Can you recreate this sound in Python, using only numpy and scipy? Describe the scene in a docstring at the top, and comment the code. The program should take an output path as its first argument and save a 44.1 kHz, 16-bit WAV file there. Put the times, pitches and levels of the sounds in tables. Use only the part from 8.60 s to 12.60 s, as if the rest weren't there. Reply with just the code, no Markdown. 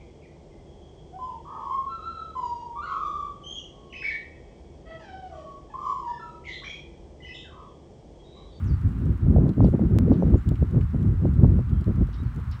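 """On a lawn, one microphone in uneven wind: the harder it blows, the louder and brighter the rumble.
From the start a small wooden wind toy ticks faintly close by, with small birds and distant trees behind.
From 0.7 s single eddies slap the microphone's port, and near 1.4 s one sharp pop hits it.
Towards the end the wind eases and the tyre hiss of far traffic draws nearer."""
import sys
import numpy as np
from scipy import signal
from scipy.io import wavfile
from scipy.ndimage import uniform_filter1d

SR = 44100
rng = np.random.default_rng(int(sys.argv[2]) if len(sys.argv) > 2 else 0)


def dump_mix(stems):
    """Bounce the given channels to the path in sys.argv[1] as a 16-bit WAV at rate SR."""
    frames = np.atleast_2d(stems).T  # one column per channel
    limited = np.clip(frames, -1, 1)  # hard clip at full scale
    pcm = np.round(limited * 32767).astype(np.int16)
    wavfile.write(sys.argv[1], SR, pcm)


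N = 176400
T = np.arange(N) / SR

# Buffeting and deep rumble on the microphone at mean wind: f/Hz, band level/dB
BUFFET_SPECTRUM = [(100, -35), (150, -23.5), (220, -25.5), (320, -34), (450, -52.5), (640, -65), (900, -66),
                   (1300, -78), (2000, -89.5)]
RUMBLE_SPECTRUM = [(28, -51), (40, -39), (56, -28.5), (80, -26.5), (113, -29), (160, -42.5), (230, -61)]
# Strength of the gusts and of the rumble, read against the means below: t/s, level/dB
GUST_CURVE = [(0.0, -34.5), (0.12, -28), (0.19, -41.5), (0.26, -26), (0.33, -33), (0.5, -23), (0.58, -38.5),
              (0.68, -19), (0.9, -18.5), (0.95, -35), (0.98, -20.5), (1.06, -14.5), (1.11, -31.5),
              (1.15, -12), (1.17, -30), (1.22, -17), (1.3, -25.5), (1.31, -21), (1.5, -19.5), (1.51, -13.5),
              (1.56, -21), (1.75, -18.5), (1.83, -48.5), (1.88, -21), (1.9, -31), (1.92, -18.5),
              (1.97, -40), (2.03, -21.5), (2.07, -34.5), (2.1, -31.5), (2.17, -15.5), (2.23, -33.5),
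              (2.31, -47), (2.35, -19), (2.37, -28), (2.46, -21), (2.51, -30), (2.54, -24.5), (2.57, -41),
              (2.65, -17), (2.75, -30), (2.85, -13.5), (2.86, -21.5), (3.01, -23.5), (3.04, -46),
              (3.13, -24), (3.19, -37), (3.22, -24.5), (3.25, -48), (3.27, -20.5), (3.31, -21.5),
              (3.33, -34), (3.42, -19), (3.45, -35), (3.61, -44.5), (3.63, -27.5), (3.72, -55), (3.78, -23),
              (3.81, -44), (4.0, -77)]
RUMBLE_CURVE = [(0.0, -26.5), (0.14, -18), (0.19, -32), (0.26, -15.5), (0.3, -29.5), (0.43, -25.5),
                (0.49, -17), (0.59, -33.5), (0.63, -18.5), (0.78, -14.5), (0.96, -38.5), (0.98, -15.5),
                (1.07, -16), (1.18, -31.5), (1.25, -15.5), (1.28, -30.5), (1.35, -14), (1.48, -24),
                (1.53, -12), (1.59, -41.5), (1.65, -17.5), (1.68, -24.5), (1.73, -11), (1.83, -35),
                (1.88, -17), (1.98, -28.5), (2.02, -14), (2.05, -28), (2.24, -19), (2.27, -28),
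                (2.41, -22.5), (2.44, -29), (2.47, -15), (2.55, -22.5), (2.68, -21), (2.74, -21),
                (2.83, -12), (3.0, -20), (3.04, -27.5), (3.16, -17.5), (3.25, -30.5), (3.27, -20.5),
                (3.34, -26), (3.42, -16), (3.49, -30), (3.62, -28), (3.66, -20), (3.71, -35), (3.91, -25.5),
                (4.0, -42.5)]
MEAN_GUST_DB, MEAN_RUMBLE_DB = -20, -22.5
# Single eddies on the port: t/s, relative level/dB, f/Hz, roundness (rounder has less treble)
EDDY_SLAPS = [(.667, -26.5, 420, 5.5), (.7635, -17, 608, 27), (0.785, -10.5, 320, 3.4),
              (0.857, -21, 400, 6.7), (0.982, -19, 380, 8.2), (1.006, -14, 580, 4.4),
              (1.046, -11, 430, 6.6), (1.086, -19, 400, 11), (1.139, -18.5, 450, 6.2),
              (1.195, -18, 440, 5.3), (1.365, -16.5, 345, 5.6), (1.483, -19, 440, 60),
              (1.518, -13, 500, 5.4), (1.625, -13.5, 480, 4.8), (1.633, -13, 416, 10), (1.743, -18, 480, 4),
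              (1.757, -15, 360, 21), (1.918, -21, 400, 9), (2.027, -19.5, 426, 7.6),
              (2.147, -26.5, 420, 4.5), (2.346, -25, 425, 6.5), (2.655, -18, 480, 6.5),
              (2.845, -13.5, 330, 1.73), (2.992, -21.5, 420, 7), (3.49, -32, 342, 5),
              (3.603, -32, 268, 8.3), (3.795, -36, 376, 5)]

# Dry ticks of the toy's crank, close by: t/s, relative level/dB
CRANK_TICKS = [(.043, -45), (.215, -50.5), (.289, -51), (.389, -53), (.457, -49), (.577, -51),
               (.705, -52.5), (.881, -51.5), (1.703, -51), (1.8904, -35.5), (2.03, -52), (2.110, -48),
               (2.234, -52), (2.307, -54), (2.428, -46.5), (2.738, -47), (3.211, -49), (3.359, -48.5),
               (3.471, -50), (3.634, -51), (3.748, -54), (3.762, -48.5), (3.843, -56), (3.914, -46)]
# Ringing of the crank: f/Hz, relative level/dB, t60/s
CRANK_RESONANCES = [(5600, -25, 0.027), (7100, -18, 0.017), (8100, -16, 0.0067), (11100, -17, 0.014),
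                    (13100, -23.5, .012)]
# Duller knocks of its wooden parts: t/s, relative level/dB, f/Hz
WOOD_KNOCKS = [(.892, -42, 5000), (.935, -51, 4200), (1.016, -49, 3400), (1.956, -41.5, 2700),
               (2.211, -39, 2200), (3.094, -49, 3300), (3.242, -48, 4200)]
# Colours of a tick, a knock and a rub: f/Hz, relative band level/dB
TICK_SPECTRUM = [(2000, -18.5), (3500, 1.5), (5500, -3), (8000, -4.5), (10000, -2.5), (13000, 0),
                 (16000, -17.5)]
KNOCK_SPECTRUM = [(1000, -5.5), (2000, 0), (3200, 5), (4500, -3), (7000, 0.5), (15000, 0)]
RUB_SPECTRUM = [(7000, -3), (11000, -5), (16000, -14.5)]
# Hiss of the shaft in its bearing: t/s, level/dB
SHAFT_CURVE = [(0, -78), (1.7, -79.5), (2.1, -78.5), (2.6, -77.5), (3.3, -80.5), (4, -79.5)]

# A bird's sharp chips, further off: t/s, level/dB
BIRD_CHIPS = [(1.034, -57.5), (1.522, -60.5), (3.526, -57), (3.91, -53.5)]
# Thin bird whistles: t/s, length/s, start f/Hz, end f/Hz, level/dB
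BIRD_WHISTLES = [(0.049, .07, 7400, 4500, -63.5), (.105, .045, 4550, 4620, -67.5),
                 (1.561, 0.085, 6540, 5800, -73), (1.763, 0.034, 6400, 7400, -70),
                 (3.125, 0.067, 3350, 3190, -67), (3.573, 0.049, 3700, 3850, -65),
                 (3.637, 0.051, 4900, 4060, -71)]
# Hush of the distant trees: f/Hz, band level/dB
TREES_SPECTRUM = [(100, -52.5), (400, -74.5), (700, -71), (1000, -59.5), (1400, -56.5), (2000, -67.5),
                  (2800, -70.5), (4000, -75.5), (6000, -79), (8000, -84), (11000, -85), (16000, -78)]
# Its slow swell: t/s, relative level/dB
TREES_SWELL = [(0, 1.6), (.8, -1.3), (1.7, 1.2), (2.5, -0.34), (3.2, -0.32), (4, 1.8)]
# Far traffic drawing nearer: t/s, level/dB
TRAFFIC_CURVE = [(0, -67.5), (2.5, -65.5), (3.1, -59.5), (3.6, -60), (4, -54.5)]


def wind(lull_db=-22, brighten_per_octave=.24):
    """Turbulence on the port: a deep rumble, and fluttering buffets that brighten as the wind rises."""
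    rumble = coloured(RUMBLE_SPECTRUM)
    rumble *= steadying(rumble, window_s=.05) * from_db(in_time(RUMBLE_CURVE) - MEAN_RUMBLE_DB)
    gust = from_db(in_time(GUST_CURVE) - MEAN_GUST_DB)
    gust_db = 20 * np.log10(np.hypot(gust, from_db(lull_db)))   # some wind stays between gusts
    flutter_db = 1.5 * drift(25)
    steady = buffet = 0
    for hz, db, noise in noise_bands(BUFFET_SPECTRUM):
        octaves = np.log2(hz / 430)
        swing_db = gust_db * (1.5 + brighten_per_octave * octaves)   # upper bands swing further
        steady += from_db(db) * noise
        buffet += from_db(db + swing_db + flutter_db * max(octaves, 0)) * noise
    buffet *= steadying(steady, window_s=.039)
    return filtered(rumble, 260, "low", order=4) + filtered(buffet, 1500, "low", order=4)


def small_eddies(per_s=110, mean_wind_db=-45.5, steepness=1.72):
    """Little eddies of uneven size tumble past the microphone and make each gust ragged."""
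    born = rng.random(N) < per_s / SR
    kicks = born * rng.choice([-1, 1], N) * rng.uniform(.23, 1, N)
    swings = filtered(filtered(kicks, 293, "high"), 520, "low", order=5)
    gust_db = np.minimum(in_time(GUST_CURVE) - MEAN_GUST_DB, 6)
    return rms_one(swings) * from_db(mean_wind_db + steepness * gust_db)


def slaps(trim_db=-1.5):
    """An eddy hitting the port is one pointed swing of pressure; smaller eddies sound higher."""
    out = 0
    for s, db, hz, roundness in EDDY_SLAPS:
        phase = rng.uniform(0, 2 * np.pi)
        swing = (1 - 2j * np.pi * (T - s) * hz / roundness) ** -(roundness + 1)
        out += from_db(db + trim_db) * np.real(swing * np.exp(1j * phase))
    return out


def pop(at_s=1.387, db=-16.5):
    """One sudden pressure step right at the microphone."""
    return -filtered(decays([(at_s, db)], decay_s=.0008), 80, "high", order=1)


def crank(tiny_per_s=18, count=200):
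    """Close by, the toy's crank ticks and rings briefly, with a scatter of tinier ticks between."""
    tiny_s = np.cumsum(rng.exponential(1, count)) / tiny_per_s
    tiny_db = rng.normal(-58, 2, count)
    tiny = np.column_stack([tiny_s, tiny_db])[tiny_s < N / SR]
    ticks = np.vstack([CRANK_TICKS, tiny])
    snap = from_db(-6.5) * decays(ticks, decay_s=.0016) * rms_one(coloured(TICK_SPECTRUM))
    clicks = decays(ticks, decay_s=.1 / SR)   # one sample wide
    return snap + sum(from_db(db) * ring(clicks, hz, t60) for hz, db, t60 in CRANK_RESONANCES)


def knocks(decay_cycles=16, trim_db=-9):
    """Wood on wood in the toy: short bursts, each around its own pitch; lower ones last longer."""
    wood, out = coloured(KNOCK_SPECTRUM), 0
    for s, db, hz in WOOD_KNOCKS:
        body = rms_one(filtered(wood, [hz / 1.5, hz * 1.1], "band", order=1))
        out += body * decays([(s, db + trim_db)], decay_cycles / hz)
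    return out


def rub(at_s=1.09, width_s=.029, db=-69):
    """One wooden part brushes past another, brief and grainy."""
    stroke = np.exp(-.5 * ((T - at_s) / width_s) ** 2)
    return from_db(db + 3 * drift(150)) * stroke * rms_one(coloured(RUB_SPECTRUM))


def shaft(centre_hz=8130, width_hz=2500):
    """The toy's turning shaft hisses faintly in its bearing."""
    bearing = hiss(centre_hz - width_hz / 2, centre_hz + width_hz / 2)
    return bearing * from_db(in_time(SHAFT_CURVE) + .83 * drift(12))


def bird_note(start, length_s, start_hz, end_hz, db, rough, rasp_per_s):
    """A bird's wavering glide, fast at first and then levelling off."""
    progress = np.clip((T - start) / length_s, 0, 1)
    hz = end_hz + (start_hz - end_hz) * (1 - progress) ** 2.1
    hz *= 1 + rough * drift(rasp_per_s)
    envelope = np.sqrt(np.abs(np.sin(np.pi * progress)))
    return from_db(db) * envelope * np.sin(2 * np.pi * np.cumsum(hz) / SR)


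def birds(trees_t60_s=.22, chip_echo_db=2):
    """Raspy chips and thin whistles from further off, heard directly and scattered by the trees."""
    chips = sum(bird_note(s, length_s=.029, start_hz=5590, end_hz=3340, db=db, rough=.28, rasp_per_s=1300)
                for s, db in BIRD_CHIPS)
    whistles = sum(bird_note(*row, rough=.018, rasp_per_s=270) for row in BIRD_WHISTLES)
    echoes = rng.standard_normal(SR) * from_db(-60 * T[:SR] / trees_t60_s)
    echoes /= np.linalg.norm(echoes)
    scattered = signal.fftconvolve(from_db(chip_echo_db) * chips + whistles, echoes)[:N]
    return chips + whistles + scattered


def far_trees():
    """The smooth hush of trees in the distance."""
    return from_db(in_time(TREES_SWELL)) * coloured(TREES_SPECTRUM)


def far_traffic():
    """The narrow hiss of far tyres swells towards the end."""
    return from_db(in_time(TRAFFIC_CURVE)) * hiss(low_hz=930, high_hz=1430)


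def from_db(db):
    """Decibels to gain."""
    return 10 ** (np.asarray(db) / 20)


def rms_one(x):
    """Scale to an rms of one."""
    return x / np.sqrt(np.mean(x ** 2) + 1e-20)


def in_time(curve):
    """A level curve at every sample."""
    return np.interp(T, *np.transpose(curve))


def filtered(x, hz, kind, order=2):
    """Butterworth filter."""
    return signal.sosfilt(signal.butter(order, hz, kind, fs=SR, output="sos"), x + 1e-18)


def hiss(low_hz, high_hz):
    """One band of noise with an rms of one."""
    return rms_one(filtered(rng.standard_normal(N), [low_hz, high_hz], "band"))


def drift(rate_hz, step=40, run_in=2000):
    """A smooth random wander with a spread of one."""
    pole = np.exp(-2 * np.pi * rate_hz * step / SR)
    noise = rng.standard_normal(N // step + run_in + 2)
    slow = signal.lfilter([1], [1, -2 * pole, pole * pole], noise)[run_in:]
    return np.interp(np.arange(N) / step, np.arange(len(slow)), rms_one(slow))


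def noise_bands(spectrum):
    """Half-octave bands across a spectrum: f/Hz, level/dB, noise with an rms of one."""
    freqs, levels = np.transpose(spectrum)
    for hz in 28 * 2 ** np.arange(0, 9.6, .5):
        if freqs[0] / 1.2 < hz < freqs[-1] * 1.2:
            edges = [hz / 2 ** .25, min(hz * 2 ** .25, .48 * SR)]
            noise = filtered(rng.standard_normal(N + SR // 2), edges, "band")[-N:]
            yield hz, np.interp(np.log(hz), np.log(freqs), levels), rms_one(noise)


def coloured(spectrum):
    """Steady noise with the given band levels."""
    return sum(from_db(db) * noise for _, db, noise in noise_bands(spectrum))


def steadying(x, window_s):
    """The gain that takes the chance swells out of a noise."""
    size = int(window_s * SR)
    power = uniform_filter1d(uniform_filter1d(rms_one(x) ** 2, size), size)
    return 1 / np.sqrt(power + 1e-3)


def decays(rows, decay_s):
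    """An envelope that jumps at each row (t/s, level/dB) and dies away."""
    s, db = np.transpose(rows)
    kicks = np.zeros(N)
    np.add.at(kicks, (s * SR).astype(int), from_db(db))
    return signal.lfilter([1], [1, -np.exp(-1 / (decay_s * SR))], kicks + 1e-18)


def ring(clicks, hz, t60):
    """A unit click sets a sine of height one ringing."""
    pole, angle = from_db(-60 / (t60 * SR)), 2 * np.pi * hz / SR
    return signal.lfilter([0, np.sin(angle)], [1, -2 * pole * np.cos(angle), pole * pole], clicks + 1e-18)


def scene():
    """One microphone on the lawn: wind on the port, the toy close by, birds and hush behind."""
    on_port = wind() + small_eddies() + slaps() + pop()
    toy = crank() + knocks() + rub() + shaft()
    return (on_port + toy + birds() + far_trees() + far_traffic())[None]


def record(dry, dip_hz=10550, dip_depth=.23):
    """The microphone dips in the treble and loses the lowest bass and the top; peaks clip at full scale."""
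    notched = signal.lfilter(*signal.iirnotch(dip_hz, Q=9, fs=SR), dry)
    dipped = dry + dip_depth * (notched - dry)
    clipped = np.clip(filtered(dipped, 40, "high", order=4), -1, 1)
    return signal.sosfilt(signal.cheby2(16, 70, 16600, fs=SR, output="sos"), clipped)


dry = scene()
out = record(dry)
dump_mix(out)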